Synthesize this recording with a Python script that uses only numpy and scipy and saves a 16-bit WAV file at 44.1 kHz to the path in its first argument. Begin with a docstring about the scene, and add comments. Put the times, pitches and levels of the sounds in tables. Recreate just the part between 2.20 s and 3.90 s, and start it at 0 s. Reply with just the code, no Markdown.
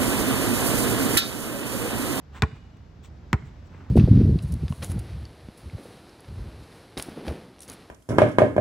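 """Basketball on an outdoor court

A basketball is dribbled twice on open asphalt, a few metres away. Each bounce is a sharp slap,
a thump that sags in pitch as the ball flattens, a second slap as it springs back, and a short ring.
Shoes scuff and step on the grit; far walls answer faintly over a low outdoor rumble."""
import sys
import numpy as np
from scipy import signal
from scipy.fft import rfft, irfft, next_fast_len
from scipy.io import wavfile
from scipy.ndimage import uniform_filter1d

SR = 44100
rng = np.random.default_rng(int(sys.argv[2]) if len(sys.argv) > 2 else 0)


def dump(signal):
    """Clip the signal to [-1, 1] and save it as 16-bit WAV at the path in sys.argv[1]."""
    limited = np.clip(np.atleast_2d(signal).T, -1, 1)
    pcm = np.round(limited * 32767).astype(np.int16)
    wavfile.write(sys.argv[1], SR, pcm)


N = 74970
T = np.arange(N) / SR


# The two bounces: start_s, slap_db, treble_db, patch_pitch_ratio, crack_hz, knock_db, thump_rise_s,
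# thump_db, rebound_delay_s, rebound_db, ring_db, shell_pitch_ratio, ping_db
BOUNCES = [(0.2217, -15.5, 1, 1.036, 3610, -32.5, 0.0079, -10.7, .012, -22, -28, 1.02, -61),
           (1.1299, -15.5, -1.5, 1.257, 5240, -17, 0.012, -12, .0095, -29.5, -32, .97, -72)]

def ball():
    """Rubber hits asphalt: the contact layers start together and the rebound follows just after."""
    out = np.zeros(N)
    for (start_s, slap_db, treble_db, patch_pitch, crack_hz, knock_db, rise_s,
         thump_db, rebound_delay_s, rebound_db, ring_db, shell_pitch, ping_db) in BOUNCES:
        out += at(start_s + rebound_delay_s, amp(rebound_db) * rebound(shell_pitch))
        hit = amp(slap_db) * slap(treble_db, patch_pitch, crack_hz)
        hit += amp(thump_db) * thump(rise_s)
        hit -= mode(hz=334, db=knock_db, t60_s=0.027)  # hollow knock of a firmly pushed ball
        hit += amp(ring_db) * ring(shell_pitch) + ping(ping_db)
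        out += at(start_s, hit)
    return out


# Tone of rubber on asphalt, and its top end: freq_hz, level_db
SLAP_TONE = [(150, -26), (400, 10.5), (800, -2.5), (1400, 9), (2100, 9.5), (2700, -1.5), (3700, -4),
             (4500, -4.5), (5500, -9.5), (7300, -10), (8500, -17.5)]
SLAP_TOP = [(9500, -30), (11800, -23), (16000, -28)]
# Decay of the slap's noise burst: freq_hz, t60_s
SLAP_DECAY = [(300, 0.026), (1000, 0.049), (2000, 0.03), (4000, 0.018), (12000, 0.024)]
# Modes of the rubber patch that meets the ground: pitch_hz, level_db, t60_s
PATCH_MODES = [(785, -6.5, 0.031), (1502, -2.5, 0.019)]

def slap(treble_db, pitch, crack_hz):
    """First contact: a click whose treble runs ahead through the shell, a burst, a ringing patch."""
    bass_lag_s, corner_hz = 0.00401, 587
    click = -impulse(SLAP_TONE + SLAP_TOP, treble_db)
    click /= np.abs(click).max()
    click = filtered(click, lambda hz: np.exp(
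        -2j * np.pi * bass_lag_s * corner_hz * np.log1p(hz / corner_hz)))
    burst = dying(noise(SLAP_TONE + SLAP_TOP, treble_db), SLAP_DECAY)
    patch = sum(mode(hz * pitch, db, t60_s) for hz, db, t60_s in PATCH_MODES)
    crack = mode(crack_hz, db=-2.5 + 4.6 * treble_db, t60_s=0.0078)  # jumps out on a bright slap
    return amp(6) * click + amp(-3) * burst - patch - crack


def thump(rise_s):
    """The ball flattens and recovers: a few low cycles that sag in pitch, with an overtone."""
    start_hz, end_hz, sag_s = 319.6, 61.8, 0.00817
    peak_s, fall_s = 0.014, 0.013
    hz = end_hz + (start_hz - end_hz) * np.exp(-T / sag_s)
    phase = 2 * np.pi * np.cumsum(hz) / SR
    from_peak = T - peak_s
    swell = np.exp(-np.where(from_peak < 0, (from_peak / rise_s) ** 2, np.abs(from_peak / fall_s) ** 1.58))
    return -swell * (np.sin(phase) + amp(-10.5) * swell * np.sin(2 * phase))


# Tone of the second slap: freq_hz, level_db
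REBOUND_TONE = [(150, -11), (280, 9.5), (550, -8), (800, 7), (1100, -4), (1700, -0.5), (2350, -6),
                (3000, -14), (4500, -13.5), (8000, -34), (15000, -56)]
# Its decay: freq_hz, t60_s
REBOUND_DECAY = [(300, 0.073), (1200, 0.038), (2400, 0.033), (5000, 0.016), (10000, 0.069)]
# Modes of the snapping shell: pitch_hz, level_db, t60_s
SNAP_MODES = [(1070, 4, 0.03), (1863, -10, 0.047), (2333, -1, 0.018)]

def rebound(pitch):
    """The shell snaps back into shape with a second, softer slap."""
    snap = sum(mode(hz * pitch, db - 0.5, t60_s) for hz, db, t60_s in SNAP_MODES)
    burst = dying(noise(REBOUND_TONE), REBOUND_DECAY)
    return (snap + burst) * attack(rise_s=0.00068)


# Body of the ball: pitch_hz, level_db, t60_s
BALL_MODES = [(426.3, 3.5, 0.14), (800, 7.5, 0.066), (980, 8.5, 0.041), (1330, 3.5, 0.061),
              (1415, 10, 0.047), (1690, -15, .035), (2050, -34, 0.14), (3550, -50, 0.068)]

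def ring(pitch):
    """The shell and the air inside ring briefly, a little differently on each bounce."""
    modes = sum(mode(hz * pitch, db + rng.normal(0, 1), t60_s, phase_turns=rng.random())
                for hz, db, t60_s in BALL_MODES)
    return modes * attack(rise_s=0.0062)


def ping(level_db):
    """The air inside holds a faint, high, beating tone."""
    beat_hz, depth = 9, 0.27
    beat = 1 + depth * np.cos(2 * np.pi * beat_hz * T)
    return beat * mode(hz=2902, db=level_db, t60_s=1.4)


# Shoe slides: peak_s, rise_s, fall_s, level_db, treble_db
SCUFFS = [(0.164, .023, 0.033, -43.5, -10), (.36, 0.0097, 0.022, -53, -13),
          (0.57, 0.0037, 0.0078, -62, -0.5), (.85, 0.016, 0.024, -57.5, 4.5),
          (1.265, 0.017, 0.025, -59.5, -2.5), (1.47, 0.019, 0.0094, -77, 13.5),
          (1.555, 0.056, 0.07, -55, -16.5), (1.616, .018, 0.14, -55, -24)]
# Tone of the scrape: freq_hz, level_db
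SCUFF_TONE = [(200, -9), (600, -6), (1100, 3), (1600, -4.5), (2200, -1), (3400, -4), (5200, -13),
              (8200, -8.5), (9500, -45), (15500, -19)]

def scuffs():
    """Soles slide over loose grit: short swells of noise with a grainy flutter."""
    grit_db = 2.5
    out = np.zeros(N)
    for peak_s, rise_s, fall_s, level_db, treble_db in SCUFFS:
        flutter = unit(uniform_filter1d(rng.standard_normal(N), size=60))
        grit = unit(amp(grit_db * flutter))
        swell = np.exp(-((T - peak_s) / np.where(T < peak_s, rise_s, fall_s)) ** 2)
        out += amp(level_db) * swell * grit * noise(SCUFF_TONE, treble_db)
    return out


# Dull low thuds: a faint low wall echo just after the first bounce, then two footfalls: start_s, level_db
THUDS = [(.316, -51.5), (1.544, -40.5), (1.602, -39.5)]
# Tone of a dull thud: freq_hz, level_db
THUD_TONE = [(60, -6), (170, 6), (350, 1.5), (800, -18.5), (1500, -11), (2800, -18.5), (6000, -56),
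             (15000, -72)]
# Its decay: freq_hz, t60_s
THUD_DECAY = [(150, 0.08), (1000, 0.073), (6000, .04)]

def thuds():
    """Dull low thuds: a faint low echo from the walls soon after the first bounce, then two footfalls on the
    asphalt."""
    out = np.zeros(N)
    for start_s, level_db in THUDS:
        thud = dying(noise(THUD_TONE), THUD_DECAY) * attack(rise_s=0.0016)
        out += at(start_s, amp(level_db) * thud)
    return out


# Slapback from far walls: delay_s, level_db
ECHOES = [(.056, -30), (0.091, -23)]
# EQ of the walls: freq_hz, gain_db
WALL_EQ = [(50, -23), (100, 0.5), (150, 10.5), (260, 1), (500, -12), (1500, -8), (4000, -18), (12000, -19)]
# Tone of the reverb tail: freq_hz, level_db
TAIL_TONE = [(60, 0), (200, -2.5), (500, 4.5), (1500, -5.5), (5000, -10), (12000, -8.5)]
# Its decay: freq_hz, t60_s
TAIL_DECAY = [(100, 0.17), (1000, 0.31), (3000, 0.72), (8000, 0.93), (15000, 0.21)]

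def court(x):
    """Far walls return blurred echoes in the centre; trees add a thin, wide tail."""
    tail_db, tail_width, blur_t60_s = -24, 0.7, 0.048
    tails = [dying(noise(TAIL_TONE), TAIL_DECAY) for _ in range(2)]
    mid_tail, side_tail = [amp(tail_db) * tail / np.linalg.norm(tail) for tail in tails]
    walls = np.zeros(N)
    for delay_s, level_db in ECHOES:
        blur = rng.standard_normal(N) * amp(-60 * T / blur_t60_s)
        walls += at(delay_s, amp(level_db) * blur / np.linalg.norm(blur))
    walls = signal.fftconvolve(walls, impulse(WALL_EQ))[:N]
    response = stereo(mid_tail + walls, tail_width * side_tail)
    return signal.fftconvolve(x[None], response, axes=1)[:, :N]


# Tone of the outdoor bed: freq_hz, level_db
AIR_TONE = [(20, -43), (44, -6.5), (77, -0.5), (130, -10), (234, -16), (300, -21), (470, -26.5), (800, -31),
            (1200, -35), (1700, -37), (2800, -43), (5500, -47.5), (7500, -56.5), (9500, -74), (12000, -62),
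            (16000, -84)]
# Its fader ride: time_s, level_db
AIR_FADER = [(0, -48), (.15, -45), (.7, -46.5), (1.1, -44.5), (1.7, -44)]
# Its width: freq_hz, side_to_mid_ratio
AIR_WIDTH = [(60, 0.069), (200, 0.26), (400, 0.44), (900, 1), (2400, 0.55), (12000, 0.89)]
# Its pan: freq_hz, left_minus_right_db
AIR_PAN = [(80, -2.4), (400, 0), (1300, 2), (5000, 2.4), (12000, 0.18)]

def outdoor_air():
    """A nearly steady bed of rumble and leaf hiss, wider above the bass."""
    mid = noise(AIR_TONE)
    side = filtered(noise(AIR_TONE), lambda hz: along(AIR_WIDTH, hz))
    fader = amp(np.interp(T, *np.transpose(AIR_FADER)))
    return fader * panned(stereo(mid, side), AIR_PAN)


def amp(db):
    """Decibels to gain."""
    return 10 ** (np.asarray(db) / 20)


def unit(x):
    """Scale to rms 1."""
    return x / np.sqrt(np.mean(x ** 2) + 1e-20)


def at(start_s, x):
    """Delay x to start at start_s."""
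    return np.pad(x, (max(round(start_s * SR), 0), 0))[:N]


def attack(rise_s):
    """A fade-in that softens an onset."""
    return 1 - np.exp(-T / rise_s)


def mode(hz, db, t60_s, phase_turns=0):
    """One resonance: a decaying sine."""
    return amp(db - 60 * T / t60_s) * np.sin(2 * np.pi * (hz * T + phase_turns))


def along(points, hz):
    """Read (freq_hz, value) points on a log frequency axis."""
    freqs, values = np.transpose(points)
    return np.interp(np.log(hz + 1), np.log(freqs + 1), values)


def filtered(x, response):
    """Apply a frequency response to x."""
    size = next_fast_len(N + SR // 2)
    return irfft(rfft(x, size) * response(np.fft.rfftfreq(size, 1 / SR)), size)[..., :N]


def treble(hz):
    """A shelf that goes from 0 to 1 through the upper mids."""
    return hz ** 4 / (hz ** 4 + 2800 ** 4)


def noise(tone, treble_db=0):
    """Coloured noise, set to rms 1 and then shelved in the treble."""
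    coloured = unit(filtered(rng.standard_normal(N), lambda hz: amp(along(tone, hz))))
    return filtered(coloured, lambda hz: amp(treble_db * treble(hz)))


def impulse(tone, treble_db=0):
    """A minimum-phase click with this tone."""
    hz = np.fft.rfftfreq(N, 1 / SR)
    cepstrum = irfft(np.log(amp(along(tone, hz) + treble_db * treble(hz))), N)
    fold = np.r_[1, np.full(N // 2 - 1, 2), np.zeros(N - N // 2)]
    return irfft(np.exp(rfft(cepstrum * fold)), N)


def dying(x, decay):
    """Each band of x dies at its own speed."""
    spectrum, hz = rfft(x), np.fft.rfftfreq(N, 1 / SR)
    centres, t60s = np.transpose(decay)
    bands = [irfft(spectrum * along(np.c_[centres, solo], hz), N) for solo in np.eye(len(decay))]
    return sum(band * amp(-60 * T / t60_s) for band, t60_s in zip(bands, t60s))


def stereo(mid, side):
    """Mid and side to left and right."""
    return np.array([mid + side, mid - side])


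def panned(pair, balance):
    """Weight left against right, band by band."""
    return filtered(pair, lambda hz: amp(np.array([[.5], [-.5]]) * along(balance, hz)))


# Width of ball and shoes: freq_hz, side_to_mid_ratio
PLAY_WIDTH = [(60, 0.033), (250, 0.042), (600, 0.2), (2000, 0.48), (4000, 0.19), (8000, 0.71),
              (15000, 0.93)]
# Their pan, echoes included: freq_hz, left_minus_right_db
PLAY_PAN = [(60, -0.66), (200, -1.5), (380, -1.2), (700, -2), (1300, -3), (2400, -4.5), (4400, 8.5),
            (8000, -2.5), (15000, -3.5)]

def scene():
    """Ball and shoes sit slightly right over the outdoor bed; scatter widens their treble."""
    scatter_s = 0.000432
    near = ball() + scuffs() + thuds()
    side = filtered(near, lambda hz: 1j * along(PLAY_WIDTH, hz)
                    * np.exp(-2j * np.pi * hz * scatter_s * treble(hz)))
    return panned(stereo(near, side) + court(near), PLAY_PAN) + outdoor_air()


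def record(dry):
    """A steep high cut on the whole mix."""
    cutoff_hz = 16500
    return filtered(dry, lambda hz: 1 / np.sqrt(1 + (hz / cutoff_hz) ** 120))


dry = scene()
out = record(dry)
dump(out)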